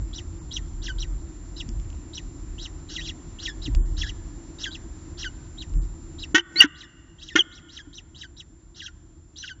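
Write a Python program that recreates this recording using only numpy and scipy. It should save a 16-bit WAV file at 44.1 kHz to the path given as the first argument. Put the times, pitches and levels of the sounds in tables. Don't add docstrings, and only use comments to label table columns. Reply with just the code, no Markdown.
import sys
import numpy as np
from scipy import signal
from scipy.fft import rfft, irfft
from scipy.io import wavfile
from scipy.ndimage import uniform_filter1d

SR = 44100
rng = np.random.default_rng(int(sys.argv[2]) if len(sys.argv) > 2 else 0)


def volts_from_decibels(level):
    exponent = np.asarray(level, float) / 20
    return 10 ** exponent


def materialize(psi):
    bounded = np.clip(np.atleast_2d(psi).T, -1, 1)
    quanta = np.round(bounded * 32767).astype(np.int16)
    wavfile.write(sys.argv[1], SR, quanta)


N = 423360
T = np.arange(N) / SR
TOP_HZ = 7500


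def colour(x, points):
    hz, db = np.transpose(points)
    log_hz = np.log(np.arange(len(x) // 2 + 1) * SR / len(x) + 1)
    curve_db = np.interp(log_hz, np.log(hz), db, db[0] - 29.5, db[-1] - 38.5)
    return irfft(rfft(x) * volts_from_decibels(curve_db), len(x))


def ring(x, hz, width_hz):
    return signal.lfilter(*signal.iirpeak(hz, hz / width_hz, fs=SR), x)


def unit(x):
    return x / np.sqrt(np.mean(x ** 2))


def walk(rate_hz):
    k = max(int(SR / rate_hz), 1)
    once = uniform_filter1d(rng.standard_normal(N), k)
    return unit(uniform_filter1d(once, k))


def span(table):
    s, *columns = np.transpose(table)
    at = slice(int(s[0] * SR), int(s[-1] * SR))
    return at, [uniform_filter1d(np.interp(T[at], s, c), size=131) for c in columns]


def end_fades(n):
    i = np.arange(n)
    return np.clip(np.minimum(i, i[::-1]) / 88, 0, 1)


def knee(x, width):
    return width * np.logaddexp(0, x / width)


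# (frequency [Hz], level [dB])
THROAT_RASP = [(1100, -18), (1700, -1), (2300, -22.5), (3000, -3), (4300, -7), (5600, -2.5), (6900, -10.5)]


def tone(table, wobble, overtones_db):
    at, (hz, db) = span(table)
    wobbling_hz = hz * (1 + wobble[at] * np.minimum(hz / 3000, 1) ** 2)
    phase = 2 * np.pi * np.cumsum(wobbling_hz) / SR
    wave = np.sin(phase)
    for partial, over_db in enumerate(overtones_db, 2):
        over_db = over_db + np.interp(partial * hz, *np.transpose(THROAT_RASP))
        wave = wave + volts_from_decibels(over_db) * (partial * hz < TOP_HZ) * np.sin(partial * phase)
    loud = volts_from_decibels(db) * end_fades(len(hz))
    return at, np.sqrt(2) * loud * wave, loud, hz


# (frequency [Hz], level [dB])
BEAK_COLOUR = [(1400, -0.5), (1800, 3.5), (2350, -7), (3000, 2), (3700, 0), (4600, -7), (5300, -3),
               (5900, 4)]
MID_HZ, BEND_HZ = 3000, 200


def cheep(s, rise_s, mid_s, top_hz, end_hz, hold_s, db, upper_db, stop_s, droop_hz, droop_s,
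          perch_hz, perch_db, swell_s, fall_hz_s, settle_hz, fade_db_s, tail_s):
    from_hz = 3700 - 20000 * rise_s
    ease = max(2.1 - 27 * rise_s, .5)

    def to_climb(t):
        return np.clip(1 - t / rise_s, 0, 1) ** ease

    def track(t, hz, shape_db):
        attack_db = -6.5 * np.clip(1 - t / .0093, 0, 1)
        beak_db = np.interp(hz, *np.transpose(BEAK_COLOUR))
        return np.transpose([s + t, hz, db + shape_db + beak_db + attack_db])

    t = np.linspace(0, mid_s - stop_s, num=48)
    late = np.clip(1 - (t[-1] - t) / droop_s, 0, 1) ** 2
    arch_hz = top_hz - (top_hz - from_hz) * to_climb(t)
    upper = track(t, arch_hz - droop_hz * late, upper_db)

    t = np.linspace(0, mid_s + hold_s + tail_s, num=96)
    rest_hz = end_hz + settle_hz * np.exp(-np.maximum(t - mid_s, 0) / .018)
    slide_hz = rest_hz + knee(MID_HZ - rest_hz - fall_hz_s * (t - mid_s), BEND_HZ)
    climb_hz = perch_hz - (perch_hz - from_hz) * to_climb(t)
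    swell_db = perch_db * np.clip((mid_s - t) / swell_s, 0, 1) ** 2
    fade_db = fade_db_s * np.maximum(t - mid_s - hold_s, 0)
    lower = track(t, climb_hz - knee(climb_hz - slide_hz, BEND_HZ), swell_db - fade_db)
    return upper, lower


# (time [s], rise [s], time to mid pitch of the fall [s], arch top [Hz], level [dB])
CLEAR_PEEPS = [(0.13, 0.029, .059, 5876, -35.5), (0.509, 0.031, 0.061, 5980, -32.5),
               (0.982, 0.023, 0.048, 5980, -33.5), (1.562, 0.011, 0.047, 5300, -35),
               (2.131, 0.023, 0.049, 5900, -34.5), (2.581, 0.045, 0.078, 5700, -36),
               (3.05, 0.021, 0.047, 5770, -34.5), (3.617, 0.017, 0.047, 5270, -34),
               (4.056, .014, 0.04, 5535, -36), (4.707, 0.03, 0.046, 5320, -37.5),
               (5.574, 0.025, .05, 4330, -38), (6.183, 0.021, 0.054, 5180, -35.5),
               (7.509, 0.046, 0.073, 5900, -45.5), (7.928, 0.029, 0.058, 6110, -42),
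               (8.365, 0.018, 0.043, 5900, -42.5), (8.816, .026, 0.051, 5900, -37),
               (9.358, 0.029, .074, 6050, -36.5)]
# (time [s], time to mid pitch of the fall [s], last pitch [Hz], hold [s], level [dB])
QUICK_RISERS = [(0.818, 0.052, 1450, 0.039, -32.5), (2.887, 0.079, 1800, 0.029, -32.5),
                (3.967, 0.054, 1566, 0.022, -28.5), (4.584, 0.06, 1512, 0.034, -30.5),
                (5.172, 0.06, 1430, .045, -31), (8.745, 0.061, 1500, 0.032, -39.5),
                (9.441, .039, 1450, 0.042, -37.5)]
SLOW_RISERS = [(3.385, 0.079, 1660, 0.035, -30.5), (6.743, 0.076, 1640, 0.027, -44),
               (7.183, .108, 1730, 0.042, -42.5), (7.685, .092, 1533, 0.029, -40),
               (8.145, .077, 1450, 0.026, -39.5)]
# (time [s], pitch [Hz], level [dB])
STRAY_VOICES = [
    [(2.992, 1850, -41), (3.027, 3520, -39), (3.045, 3670, -36), (3.075, 2560, -42), (3.085, 1930, -37.5)],
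    [(4.064, 1590, -32.5), (4.095, 2110, -46)],
    [(7.21, 2455, -54), (7.23, 3530, -41.5), (7.25, 4900, -74)],
    [(7.335, 2200, -48.5), (7.352, 2910, -54)],
    [(8.848, 1540, -40), (8.867, 1877, -48)],
    [(8.876, 1738, -48), (8.884, 1450, -40), (8.912, 1402, -77)],
    [(9.436, 1800, -33.5), (9.445, 1485, -32), (9.468, 1450, -49)],
]
LOWER_OVERTONES = [-5, -12, -13.5]
PEEP = dict(upper_db=-4, stop_s=.012, droop_hz=1000, droop_s=.016, perch_hz=4050, perch_db=-10,
            swell_s=.015, fall_hz_s=80000, settle_hz=60, fade_db_s=1050, tail_s=.024)
SQUEAL = dict(upper_db=-8.5, stop_s=.0066, droop_hz=800, droop_s=.018, perch_hz=4400, perch_db=-18,
              swell_s=.018, fall_hz_s=92400, settle_hz=472, fade_db_s=1094.5, tail_s=.036)


def chicks():
    out, shake, flutter = np.zeros(N), walk(640), walk(600)
    rasp = unit(colour(rng.standard_normal(N), THROAT_RASP)) * volts_from_decibels(1.4 * walk(200))

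    cheeps = []
    for s, rise_s, mid_s, top_hz, db in CLEAR_PEEPS:
        hoarse = np.clip(.07 + .0015 * (5900 - top_hz), .07, .22)
        upper, lower = cheep(s, rise_s, mid_s, top_hz, 1800, .0033, db, **PEEP)
        cheeps.append((upper, lower, hoarse))
    for rise_s, rows in [(.02, QUICK_RISERS), (.043, SLOW_RISERS)]:
        for s, mid_s, end_hz, hold_s, db in rows:
            upper, lower = cheep(s, rise_s, mid_s, 5580, end_hz, hold_s, db, **SQUEAL)
            cheeps.append((upper, lower, .57))

    for upper, _, hoarse in cheeps:
        at, wave, loud, hz = tone(upper, .057 * hoarse * shake, [-16.])
        strain = hoarse * np.clip((hz - 4200) / 900, .15, 1)
        out[at] += wave * volts_from_decibels(5 * strain * flutter[at])
        out[at] += 1.7 * strain * loud * rasp[at]
    for lower in [c[1] for c in cheeps] + list(STRAY_VOICES):
        at, wave, loud, hz = tone(lower, .028 * shake[::-1], LOWER_OVERTONES)
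        strain = np.minimum(hz / MID_HZ, 1) ** 2
        out[at] += wave * volts_from_decibels(3.98 * strain * flutter[::-1][at])
        out[at] += .23 * strain * loud * rasp[at]
    return out


# (time [s], pulse rate [Hz], level [dB])
CLUCK_PULSES = [
    [(6.344, 355, -22.5), (6.349, 369.4, -14), (6.366, 378.8, -21.5), (6.385, 394, -27),
     (6.415, 391, -49.5)],
    [(6.555, 370, -38), (6.565, 370, -44), (6.6, 380, -35)],
    [(6.603, 399.3, -22), (6.624, 393, -19), (6.634, 373, -22.5), (6.65, 338.6, -32.5), (6.672, 327, -49.5)],
    [(7.353, 344, -29), (7.362, 362, -15.5), (7.372, 371, -23), (7.385, 421, -25), (7.41, 384, -50.5)],
]
# (frequency [Hz], width [Hz], level [dB])
THROAT_MODES = [(919, 77, -10.5), (1450, 140, -4), (1850, 83, -2.5), (2120, 68, -6), (3000, 410, -7.5),
                (4940, 480, -25.5), (5700, 350, -13.5), (6640, 890, -18), (7400, 170, -29)]
# (time [s], pitch [Hz], level [dB])
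CLUCK_WHISTLES = [
    [(6.386, 3140, -42), (6.397, 3000, -20.5), (6.403, 3000, -33)],
    [(6.558, 3990, -34), (6.568, 4100, -25), (6.59, 4560, -20.5), (6.599, 4690, -13.5),
     (6.605, 4400, -22.5)],
    [(6.603, 3000, -10), (6.606, 2950, -1), (6.613, 2760, -4), (6.617, 2900, -18), (6.623, 2930, -9),
     (6.627, 2900, -22)],
    [(6.613, 2050, -16), (6.62, 1920, -15), (6.628, 1850, -24), (6.645, 1560, -27), (6.665, 1400, -40)],
    [(6.557, 2020, -33), (6.563, 2180, -28), (6.585, 2280, -40.5)],
    [(7.386, 3350, -33), (7.394, 3320, -9.5), (7.402, 3080, -20), (7.408, 3110, -10), (7.413, 2820, -24),
     (7.424, 3140, -31)],
]


def parent():
    pulses, whistles, shake = np.zeros(N), np.zeros(N), walk(380)
    puff_cycles = .014
    for table in CLUCK_PULSES:
        at, (hz, db) = span(table)
        turns = np.cumsum(hz * (1 + .013 * shake[at])) / SR
        width = puff_cycles * volts_from_decibels(.36 * (db.max() - db))
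        db = db + 2.5 * rng.standard_normal(64)[turns.astype(int)]
        puff = np.exp(-(turns % 1) / width) * np.sqrt(puff_cycles / width)
        breath = .04 * rng.standard_normal(len(hz))
        pulses[at] += volts_from_decibels(db) * end_fades(len(hz)) * (puff + breath)

    throat = np.zeros(N)
    for k, (hz, width_hz, db) in enumerate(THROAT_MODES):
        mode = ring(ring(pulses, hz, 2 * width_hz), hz, 2 * width_hz)
        throat += (-1) ** k * volts_from_decibels(db) * mode
    throat = signal.sosfilt(signal.butter(4, 6900, fs=SR, output="sos"), throat)

    for table in CLUCK_WHISTLES:
        at, wave, *_ = tone(table, .01 * shake, [-16.])
        whistles[at] += wave
    return volts_from_decibels(37) * throat + whistles


# (time [s], level [dB], frequency [Hz], ring [cycles])
BOX_THUMPS = [(1.683, -26, 230, 3), (3.677, -23, 110.6, 3.9), (3.68, -21.5, 277, 3.4),
              (3.753, -4, 39, 1.84), (5.741, -17, 41.4, 3.6), (5.762, -23, 148.4, 3.05),
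              (6.344, -9, 315, 3.2), (6.375, -22.5, 341.7, 6.7), (6.558, -28, 322, 5),
              (6.604, -27, 397.3, 3.7), (6.642, -11.5, 294, 3), (7.354, -9, 319.7, 3), (7.386, -22, 357, 4),
              (7.872, -36, 288, 4.7)]
# (time [s], peak level [dB], frequency [Hz])
GRAVEL_TICKS = [(0.24, -50, 1090), (1.69, -32, 5800), (1.798, -38, 2950), (1.845, -49, 2900),
                (1.902, -39, 2920), (1.929, -43, 2860), (1.949, -45, 2900), (3.749, -23.5, 2940),
                (5.695, -47, 5800), (5.737, -40, 3000), (7.879, -57, 1250)]


def knocks():
    out, t = np.zeros(N), np.arange(SR // 2) / SR
    for s, db, hz, cycles in BOX_THUMPS:
        envelope = np.exp(-t * hz / cycles) * (1 - np.exp(-t * hz / .53))
        out[int(s * SR):][:len(t)] += volts_from_decibels(db) * np.sin(2 * np.pi * hz * t) * envelope
    for s, db, hz in GRAVEL_TICKS:
        crack = rng.standard_normal(len(t)) * np.exp(-t / .002)
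        out[int(s * SR):][:len(t)] += volts_from_decibels(db) * (.57 * crack + 1.3 * ring(crack, hz, hz / 6))
    return out


# (time [s], boom level [dB])
WIND_BOOM = [(0.0, -20.5), (0.08, -38), (1.2, -30), (1.36, -44.5), (1.76, -27.5), (2.03, -40), (3.58, -39),
             (3.74, -24), (4.44, -42.5), (5.64, -41.5), (5.78, -22), (5.93, -41), (6.3, -38), (6.4, -55.5),
             (9.6, -54.5)]


def wind():
    boom_db = np.interp(T, *np.transpose(WIND_BOOM))
    boom = unit(ring(ring(rng.standard_normal(N), 39, 13), 48, 27))
    buffet_colour = [(55, -8), (75, 2.5), (120, -7.5), (165, -10.5), (210, -46)]
    buffet = unit(colour(rng.standard_normal(N), buffet_colour))
    buffet_db = -19 + .61 * boom_db + .9 * walk(7.5)
    return volts_from_decibels(boom_db) * boom + volts_from_decibels(buffet_db) * buffet


# (frequency [Hz], density [dB per Hz])
TOWN_AIR = [(88, -37.5), (150, -1), (224, -4.5), (335, 5), (363, -4.5), (462, -17), (880, -18.5),
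            (984, -17.5), (2990, -30.5), (6670, -28), (7000, -21.5), (9100, -96), (15400, -120)]


def town():
    noise = colour(rng.standard_normal(N), TOWN_AIR)
    swell_db = .9 * walk(1)
    bands = np.zeros(N)
    for hz in 170 * 2 ** np.arange(0, 5.6, .5):
        bands += volts_from_decibels(swell_db + 1.4 * walk(21)) * ring(noise, hz, hz / 3)
    return volts_from_decibels(-48.5) * unit(bands)


def camera_whine():
    whine_hz, sag_hz_s, frame_hz, frame_start_s = 7266, 1.9, 29.97, .108
    frame, within = np.divmod((T - frame_start_s) * frame_hz + 10, 1)
    slip = .22 * rng.standard_normal(400)[frame.astype(int)]
    phase = 2 * np.pi * whine_hz * within / frame_hz + slip - np.pi * sag_hz_s * T ** 2
    dip = np.clip(np.minimum(within, 1 - within) / .047, 0, 1)
    return volts_from_decibels(-56 + 1.9 * (frame % 2)) * np.sin(phase) * dip


def box_modes(young):
    young = young + .53 * ring(young, 2937, 430) + 1.1 * ring(young, 3020, 90)
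    wall_echo_s, wall_echo_db = .0065, -7
    return young + volts_from_decibels(wall_echo_db) * np.roll(young, int(wall_echo_s * SR))


def box_walls(young, old):
    t = np.arange(SR // 8) / SR
    walls = rng.standard_normal(len(t)) * np.exp(-np.log(1000) * t / .035)
    walls = walls - ring(walls, 3000, 900)
    return signal.fftconvolve(volts_from_decibels(-26) * young + volts_from_decibels(-39) * old, 2 * np.diff(walls))[:N]


# (frequency [Hz], level [dB])
OUTSIDE_COLOUR = [(600, -35), (1200, 5), (1500, -4.5), (2300, -11.5), (3000, -17), (3600, -4.5)]


def outside_echo(young, old):
    t = np.arange(SR * 2) / SR
    far = colour(rng.standard_normal(len(t)), OUTSIDE_COLOUR)
    far = far * np.exp(-np.log(1000) * t / 1.64) * np.clip(t / .037, 0, 1)
    return signal.fftconvolve(.75 * young + old, volts_from_decibels(-57) * far)[:N]


# (time [s], level [dB])
BACKGROUND_GAIN = [
    (0, 2),
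    (6.344, 2),
    (6.36, -17),
    (6.6, 7.5),
    (6.62, -6),
    (7.35, -7),
    (7.37, -5),
    (9.6, -8),
]


def gain_control(x):
    return volts_from_decibels(np.interp(T, *np.transpose(BACKGROUND_GAIN))) * x


def scene():
    young, old = box_modes(chicks()), parent()
    birds = .48 * young + old + box_walls(young, old) + outside_echo(young, old)
    background = gain_control(town() + camera_whine())
    return (birds + knocks() + wind() + background)[None]


# (start [s], end [s], low edge [Hz], high edge [Hz])
TREBLE_GAPS = [(.388, .416, 3200, 4400), (.79, .81, 3300, 3600), (1.688, 1.72, 3600, 4300),
               (3.76, 3.855, 1900, 2750), (3.77, 3.855, 3550, 6900), (3.765, 3.79, 2750, 3550),
               (3.86, 3.96, 2300, 2650), (5.745, 5.815, 2600, 4900), (5.785, 5.815, 4900, 6700),
               (5.78, 5.83, 2000, 2600), (6.334, 6.345, 1700, 6900), (6.66, 6.672, 4200, 7450)]


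def open_treble_gaps(x):
    for start_s, end_s, lo_hz, hi_hz in TREBLE_GAPS:
        at = slice(int(start_s * SR) - 2000, int(end_s * SR) + 2000)
        sos = signal.butter(6, [lo_hz, hi_hz], "band", fs=SR, output="sos")
        band = signal.sosfiltfilt(sos, x[0, at])
        gate = 1. * (T[at] > start_s) * (T[at] < end_s)
        x[0, at] -= band * uniform_filter1d(gate, size=130)
    return x


def roll_off(x):
    return signal.sosfilt(signal.butter(12, 15590, fs=SR, output="sos"), x)


def record(dry):
    x = signal.sosfilt(signal.ellip(8, .3, 80, TOP_HZ, fs=SR, output="sos"), dry)
    mix = np.clip(open_treble_gaps(x), -1, 1)
    return roll_off(mix)


dry = scene()
out = record(dry)
materialize(out)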